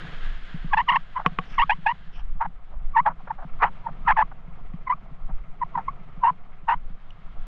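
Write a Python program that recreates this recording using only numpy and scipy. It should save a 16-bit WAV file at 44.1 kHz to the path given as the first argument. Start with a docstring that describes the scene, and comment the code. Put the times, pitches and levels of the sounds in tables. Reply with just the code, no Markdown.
"""Small waves wash in, muffled, over the rumble of a waterproof camera case carried across coral rubble.
Both microphones sit inside the sealed case, so its own noises are closest: with the steps, wet rubber
rubs on it in short stick-slip squeaks, and jolts knock its shell and thump the camera body.
Beyond the wall, foam fizzes away on the near sand, the next wave washes in, rubble crunches underfoot
and, near the end, two pieces of coral clink."""
import sys
import numpy as np
from scipy import signal
from scipy.fft import rfft, irfft, next_fast_len
from scipy.io import wavfile
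from scipy.ndimage import uniform_filter1d, map_coordinates

SR = 44100
rng = np.random.default_rng(int(sys.argv[2]) if len(sys.argv) > 2 else 0)


def bounce(signal):
    """Save signal as a 16-bit WAV file at the path given by the first command-line argument."""
    frames = np.transpose(np.atleast_2d(signal))
    limited = np.clip(frames, -1, 1)
    pcm = np.round(limited * 32767).astype(np.int16)
    wavfile.write(sys.argv[1], SR, pcm)


N = 329411
TIME = np.arange(N) / SR

# the water's edge, each layer on its own relative scale: time_s, wash_db, foam_db
SEA_LEVELS = [(0.0, -48.5, -60), (0.35, -56.5, -64), (0.79, -55.5, -69), (0.96, -61.5, -71.5),
              (1.48, -55.5, -72), (2.04, -60.5, -74.5), (2.43, -61, -86), (4.03, -52.5, -78.5),
              (4.33, -56, -84), (5.55, -56, -86), (5.8, -52.5, -82.5), (6.59, -58.5, -85),
              (7.16, -58.5, -80.5), (7.47, -56, -78.5)]
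# spectra of the wash, the foam, the carried case and the microphones' own noise: freq_hz, density_db
WASH_SPECTRUM = [(70, 7.5), (165, 12.5), (270, -1.5), (350, -5), (440, -3), (580, -4.5), (710, 1.5),
                 (850, -4.5), (1330, -1), (1600, -18), (2100, -9.5), (3200, -24), (4200, -34), (6500, -41),
                 (10000, -59.5)]
FOAM_SPECTRUM = [(300, -7.5), (900, -10), (1600, 4.5), (2000, -1.5), (2400, -6), (3250, -3.5),
                 (4000, -12.5), (5500, -24.5), (6200, -31), (6750, -25), (7500, -37.5), (8800, -36.5),
                 (12000, -60.5)]
RUMBLE_SPECTRUM = [(8, 10), (20, 8.5), (35, -9), (48, -8), (65, -19.5), (100, -41.5), (200, -61.5),
                   (400, -92.5)]
HISS_SPECTRUM = [(50, 3), (300, -4.5), (3000, -11), (5000, -17), (8000, -19), (13000, -35.5)]
# wide swings of the carried case: centre_s, rumble_rise_db
SWINGS = [(.28, 13), (.69, 11.5), (1.62, 11.5), (2.291, 15), (2.849, 15), (3.54, 12), (4.12, 10),
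          (4.661, 6.5), (5.32, 14), (6.832, 8.5), (7.45, 11.5)]
# the hardest jolts to the camera: start_s, peak_db
JOLTS = [(0.042, -33), (.542, -24.5), (.644, -24.5), (1.317, -33), (1.785, -35), (2.351, -38.5),
         (2.469, -34.5), (3.449, -31.5), (3.905, -34), (4.05, -35.5), (4.738, -26.5), (5.294, -33.5),
         (5.762, -31), (6.173, -34), (6.9, -39.5)]
# ringing of the camera body, the case shell and coral: pitch_hz, level_db, t60_s
BODY_MODES = [(166.1, 9.5, 0.071), (218, -7.5, 0.094), (256, -17, 0.0082)]
SHELL_MODES = [(487, -11.5, 0.047), (736, -22, 0.093), (1190, -3.5, 0.019), (1130, -1.5, 0.037),
               (1280, -19, 0.02), (2030, 2.5, 0.0072), (2393, -5.5, 0.012), (3025, -17.5, 0.014),
               (3020, -16.5, 0.017)]
CORAL_MODES = [(2830, -7, 0.015), (2920, 7, 0.012), (4350, -26, .015), (5670, -17, 0.015)]
# rubs of wet rubber: start_s, length_s, lead_in_s, level_db, swell_db, pressed_pitch_hz, slack_rise_hz,
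# then relative weights of the timbre: second_harmonic_db, third_harmonic_db, rasp_db
SQUEAKS = [(0.734, 0.013, 0.0074, -15.5, 0, 855, 271.6, -1.5, -8, -16.5),
           (.773, 0.045, .003, -18.5, -9, 895, 214.7, -1, -5, -16),
           (0.887, 0.024, 0.0045, -16, -3, 923, 273.3, 1, 1, -17.5),
           (0.916, 0.023, .002, -21.5, -1, 945, 141, -0.5, -6.5, -9.5),
           (0.944, 0.029, 0.0024, -18, 1, 956, 219, -1.5, -4, -14.5),
           (1.164, 0.02, 0.0055, -24.5, -1.5, 1018, 59.6, -13.5, -22, -9.5),
           (1.583, 0.055, 0.002, -17.5, -2.5, 922, 340, -2, -2.5, -16.5),
           (1.697, 0.039, 0.0018, -19, -10, 861, 272.5, 0.5, 0.5, -21),
           (1.865, 0.058, 0.0034, -20, -10, 875, 168.7, -1, -3, -17.5),
           (2.411, .031, 0.004, -23, -13, 873, 130, -26, -31, -3.5),
           (2.448, 0.016, .002, -28.5, 0.5, 875, 127, -31, -40, 0),
           (2.964, 0.041, 0.0066, -14.5, -4.5, 863, 276.4, -5.5, -23, -16.5),
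           (3.062, .029, 0.0035, -17, -7, 815, 262.3, -10, -25, -5),
           (3.307, .012, 0.0043, -24, -9, 900, 237, -15, -33, -10.5),
           (3.62, 0.0232, 0.0084, -15.5, 2.5, 1004, 119.2, 0, -14, 1.5),
           (3.643, 0.049, .002, -23.5, -20, 866, 129, -21, -12, 0),
           (3.869, 0.0059, 0.0086, -24, -2.5, 911, 58.3, -16, -43, -16),
           (4.079, 0.0469, 0.0066, -15.5, -3, 835.5, 400, -2.5, -13.5, -6),
           (4.168, 0.06, 0.0033, -17, 1, 856, 272.3, -5, -18, -10),
           (4.873, 0.011, .003, -27.5, -2, 1056, 58.3, -4, -41, -11),
           (4.899, 0.039, 0.0026, -20.5, -9, 987, 285, -8, -26.5, -16.5),
           (5.617, 0.019, 0.0028, -22, 1, 926, 145, -12, -31.5, -21.5),
           (5.756, 0.01, 0.004, -23.5, -15.5, 984, 100, -18.5, -37, -16),
           (5.778, 0.035, 0.0049, -27, -25, 875, 59.3, -22.5, -28, -4),
           (5.885, 0.016, 0.0025, -27, -22, 1059, 80, -13, -27.5, -27),
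           (6.237, 0.068, 0.0067, -16.5, -3, 948, 68, -19, -19, -13),
           (6.686, 0.06, 0.0039, -19, -7, 864.5, 185.6, -7.5, -12, -6.5)]
# spectra of the rubber's rasp and of the fizz as it snaps free: freq_hz, density_db
RASP_SPECTRUM = [(200, -38.5), (430, -10), (540, -27.5), (720, 6), (1350, 9), (1800, 1), (2200, -6),
                 (2600, -18), (3200, -24), (4000, -32.5), (5500, -46), (8000, -66), (12000, -76)]
FIZZ_SPECTRUM = [(1200, -13.5), (2200, 15.5), (3300, -3), (4000, -7), (5600, -16.5), (7000, -32.5),
                 (9000, -42), (13000, -55.5)]
# what the case wall lets through to the microphones: freq_hz, gain_db
CASE_WALL = [(300, 7.5), (700, 3.5), (3100, -9.5), (4000, -33), (5500, -22.5), (7000, -44), (9000, -45),
             (13000, -37)]
# soles pressing into rubble and sand: start_s, length_s, level_db, centre_hz
CRUNCHES = [(1.173, 0.054, -33.5, 1055), (1.242, 0.03, -33.5, 1110), (1.44, 0.15, -59, 5260),
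            (1.483, 0.12, -47, 1870), (2.113, 0.11, -56, 4020), (2.147, 0.095, -52, 1210),
            (2.692, 0.091, -53, 980), (3.083, 0.048, -36, 1000), (3.27, 0.021, -36, 1070),
            (3.373, 0.084, -40, 1000), (3.618, 0.035, -29.5, 690), (3.875, 0.029, -39.5, 960),
            (4.308, 0.027, -43.5, 1120), (5.277, 0.043, -44, 960)]
# sharp knocks on the case, each with its own strength and brightness: start_s, peak_db, brightness_hz
KNOCKS = [(1.2619, -3.5, 2050), (1.3871, -9.5, 1210), (3.111, -47, 1000), (3.628, -26.5, 610),
          (4.736, -42.5, 700)]
# coral striking coral: start_s, peak_db
CLINKS = [(7.106, -40.5)]


def undb(db):
    """Decibels to gain."""
    return 10 ** (np.asarray(db) / 20)


def unit(x):
    """Scale to rms 1."""
    return x / np.sqrt(np.mean(x ** 2) + 1e-18)


def gain_at(points, hz):
    """Read a gain from (freq_hz, gain_db) points on a log-frequency axis."""
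    freq_hz, db = np.transpose(points)
    return undb(np.interp(np.log(np.maximum(hz, 1)), np.log(freq_hz), db))


def colour(x, points):
    """Filter a sound by a spectrum."""
    size = next_fast_len(len(x))
    return irfft(rfft(x, size) * gain_at(points, np.arange(size // 2 + 1) * SR / size), size)[:len(x)]


def band(x, lo_hz, hi_hz, order=2):
    """Band-pass filter."""
    sos = signal.butter(order, [lo_hz, min(hi_hz, SR / 2 - 1)], "band", fs=SR, output="sos")
    return signal.sosfilt(sos, x)


def wander(t, rate_hz):
    """A smooth random curve of spread near 1 that changes rate_hz times a second."""
    return map_coordinates(rng.standard_normal(1024), [(t - t[0]) * rate_hz], order=2, mode="wrap")


def grains(size, spread_db=3):
    """Dense tiny impacts, some larger than the rest."""
    return unit(rng.standard_normal(size) * undb(spread_db * np.minimum(rng.exponential(size=size), 4)))


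def add(track, start_s, sound):
    """Mix a sound into the track."""
    i = max(int(start_s * SR), 0)
    track[i:i + len(sound)] += sound[:max(N - i, 0)]


def ring(modes, t, detune=0.011):
    """The decaying modes of a struck thing, tuned a little differently at each blow."""
    return sum(undb(db) * np.sin(2 * np.pi * hz * (1 + detune * rng.standard_normal()) * t)
               * np.exp(-np.log(1000) * t / t60_s) for hz, db, t60_s in modes)


def sea(churn_db=2.78, flicker_db=1.5, wash_trim_db=-1.7, foam_trim_db=-1.0):
    """The wash churns band by band; countless bursting bubbles fizz while foam lies on the near sand."""
    times_s, *levels_db = np.transpose(SEA_LEVELS)
    wash_db, foam_db = (np.interp(TIME, times_s, db) for db in levels_db)
    edges_hz = np.geomspace(60, 13000, 8)
    water = sum(band(grains(N), lo, hi) * undb(churn_db * wander(TIME, 54))
                for lo, hi in zip(edges_hz, edges_hz[1:]))
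    wash = colour(water, WASH_SPECTRUM)
    foam = colour(grains(N), FOAM_SPECTRUM) * undb(flicker_db * wander(TIME, 29))
    wash /= band(wash, 600, 1400).std()
    foam /= band(foam, 4000, 8000, order=6).std()
    return wash * undb(wash_db + wash_trim_db) + foam * undb(foam_db + foam_trim_db)


def case_rumble(rest_db=-42.5, swing_half_s=0.12):
    """The swinging, flexing case presses slowly on the air inside it, harder at each wide swing."""
    sway = signal.hilbert(colour(rng.standard_normal(N), RUMBLE_SPECTRUM), next_fast_len(N))[:N]
    steady = sway.real / np.sqrt(uniform_filter1d(np.abs(sway) ** 2, SR // 8))
    steady /= band(steady, 20, 70).std()  # rest_db is the level in this band
    swing_db = sum(db * np.exp(-((TIME - centre_s) / swing_half_s) ** 2) for centre_s, db in SWINGS)
    return band(steady * undb(rest_db + swing_db), 2, 600)


def microphone_hiss(level_db=-82.5):
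    """Each of the two microphones adds its own faint noise."""
    return undb(level_db) * np.array([unit(colour(rng.standard_normal(N), HISS_SPECTRUM))
                                      for _ in range(2)])


def body_thumps(push_s=0.0042, release_lag_s=0.004, release_db=-17.5, knock_db=-15.5, tremor_db=-41):
    """The camera body thumps at jolts and knocks, as the rubber lets go, and as the hand trembles."""
    out, t = np.zeros(N), np.arange(SR // 6) / SR
    releases = [(start_s + length_s + release_lag_s, db + release_db)
                for start_s, length_s, _, db, *_ in SQUEAKS]
    knocks = [(start_s, db + knock_db) for start_s, db, _ in KNOCKS]
    tremors = [(rng.uniform(0, N / SR), tremor_db + 1.5 * rng.standard_normal()) for _ in range(14)]
    for start_s, peak_db in JOLTS + releases + knocks + tremors:
        thump = ring(BODY_MODES, t) * (1 - np.exp(-(t / push_s) ** 2))
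        add(out, start_s, undb(peak_db) * thump / np.abs(thump).max())
    return out


def rubber_squeaks(edge_s=0.0013, tail_s=0.007, press_lead_s=0.00703, arch_power=1.8, dulling_db=-2.56,
                   snap_db=3, flutter_db=3, upper_db=-8.5, slope_db=-7.5, rasp_trim_db=-10, fizz_db=-23):
    """Rubber sticks and slips about 1000 times a second; pressed harder, it slows and snaps sharper."""
    out, preroll_s = np.zeros(N), 0.03
    t = np.arange(SR // 7) / SR - preroll_s
    for (start_s, length_s, lead_in_s, level_db, swell_db, pressed_hz, slack_rise_hz,
         second_db, third_db, rasp_db) in SQUEAKS:
        progress = np.clip(t / length_s, 0, 1)
        outside_s = np.maximum(-t, t - length_s)
        grip = (1 - np.tanh(outside_s / edge_s)) / 2
        # in light contact, just before and after the rub, it sings more faintly
        before = undb(-4) * np.exp(np.minimum(t, 0) / lead_in_s)
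        after = undb(-15) * np.exp(np.minimum(length_s - t, 0) / tail_s)
        touch = np.where(progress < .5, before, after) * (1 - grip)
        # one arch of pressure dips the pitch: early in a fading rub, late in a swelling one
        hardest_s = length_s * np.clip(.5 + 0.1 * swell_db, 0, 1)
        slack = np.interp(t, [-press_lead_s, hardest_s, length_s + press_lead_s], [1, 0, 1]) ** arch_power
        hz = pressed_hz + slack_rise_hz * slack
        # the grip judders: each tighter moment is lower and snaps harder
        judder = wander(t, 193.6)
        snap = (grip + 0.64 * touch) * undb(snap_db * judder)
        hz *= 1 - 0.036 * judder * grip
        # grit in the contact makes the cycles uneven
        hz *= 1 + (0.009 + 0.097 * undb(rasp_db)) * wander(t, 545)
        phase = 2 * np.pi * np.cumsum(hz) / SR
        tone = (grip + touch) * np.sin(phase) * undb(flutter_db * wander(t, 260))
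        bright_db = (second_db + third_db) / 2
        overtones_db = [second_db, third_db] + [bright_db + upper_db + slope_db * k for k in range(5)]
        for k, overtone_db in enumerate(overtones_db, 2):
            # uneven releases blur the high overtones most; easing pressure dulls them
            blur = 0.047 * (k - 1) * wander(t, 650)
            eased_db = overtone_db + dulling_db * (k + 1.5) * slack + 2 * wander(t, 400)
            tone += snap * undb(eased_db) * gain_at(CASE_WALL, k * hz) * np.sin(k * phase + blur)
        # every release sheds a little burst of noise
        bursts = rng.standard_normal((2, len(t))) * (1 + 0.51 * np.sin(phase))
        rasp = undb(rasp_db + rasp_trim_db) * unit(colour(bursts[0], RASP_SPECTRUM)) * (grip + touch)
        fizz = undb(bright_db + fizz_db) * unit(colour(bursts[1], FIZZ_SPECTRUM))
        fizz *= snap * (1 - 0.73 * slack)
        squeak = (tone / np.sqrt(2) + rasp + fizz) * undb(swell_db * (progress - .5))
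        gripped_rms = np.sqrt(np.average(squeak ** 2, weights=grip))
        add(out, start_s - preroll_s, undb(level_db) * squeak / gripped_rms)
    return out


def through_shell(rubbing, ring_db=-12):
    """The rubbed shell rings along faintly around the microphones."""
    t = np.arange(SR // 10) / SR
    response = sum(undb(db) * np.cos(2 * np.pi * hz * t) * np.exp(-np.log(1000) * t / t60_s)
                   for hz, db, t60_s in SHELL_MODES)
    response /= np.abs(rfft(response)).max()
    return rubbing + undb(ring_db) * signal.fftconvolve(rubbing, response)[:N]


def rubble_crunches(band_ratio=1.514, catch_db=3):
    """Bits of coral grind under a sole, catching and giving way as the weight comes and goes."""
    out, t = np.zeros(N), np.arange(SR // 4) / SR
    for start_s, length_s, level_db, centre_hz in CRUNCHES:
        impacts = grains(len(t)) * undb(catch_db * wander(t, 140))
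        grinding = band(impacts, centre_hz / band_ratio, centre_hz * band_ratio, order=3)
        weight = np.sin(np.pi * np.minimum(t / length_s, 1))
        add(out, start_s, undb(level_db) * unit(colour(grinding, CASE_WALL)) * weight)
    return out


def shell_knocks(crack_db=-6, crack_s=0.006, contact_s=0.00049):
    """A short contact rings the shell, with a brief crack of noise."""
    out, t = np.zeros(N), np.arange(SR // 8) / SR
    for start_s, peak_db, brightness_hz in KNOCKS:
        crack = undb(crack_db) * colour(rng.standard_normal(len(t)) * np.exp(-t / crack_s), CASE_WALL)
        crack = band(crack, brightness_hz / 2, brightness_hz * 3.7)
        ringing = band(ring(SHELL_MODES, t), brightness_hz / 3, brightness_hz * 12, order=1)
        knock = (ringing + crack) * (1 - np.exp(-(t / contact_s) ** 2))
        add(out, start_s, undb(peak_db) * knock / np.abs(knock).max())
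    return out


def coral_clinks(contact_s=0.0003):
    """Two pieces of hard coral meet and ring briefly."""
    out, t = np.zeros(N), np.arange(SR // 10) / SR
    for start_s, peak_db in CLINKS:
        clink = ring(CORAL_MODES, t) * (1 - np.exp(-t / contact_s))
        add(out, start_s, undb(peak_db) * clink / np.abs(clink).max())
    return out


def scene():
    """The sealed case feeds both microphones alike; only a faint hiss differs between them."""
    inside = (through_shell(rubber_squeaks()) + shell_knocks() + coral_clinks() + body_thumps()
              + rubble_crunches() + sea() + case_rumble())
    return inside + microphone_hiss()


def record(dry):
    """The recorder cuts the treble above 13.2 kHz."""
    return signal.sosfilt(signal.ellip(8, .2, 70, 13200, fs=SR, output="sos"), dry)


dry = scene()
out = record(dry)
bounce(out)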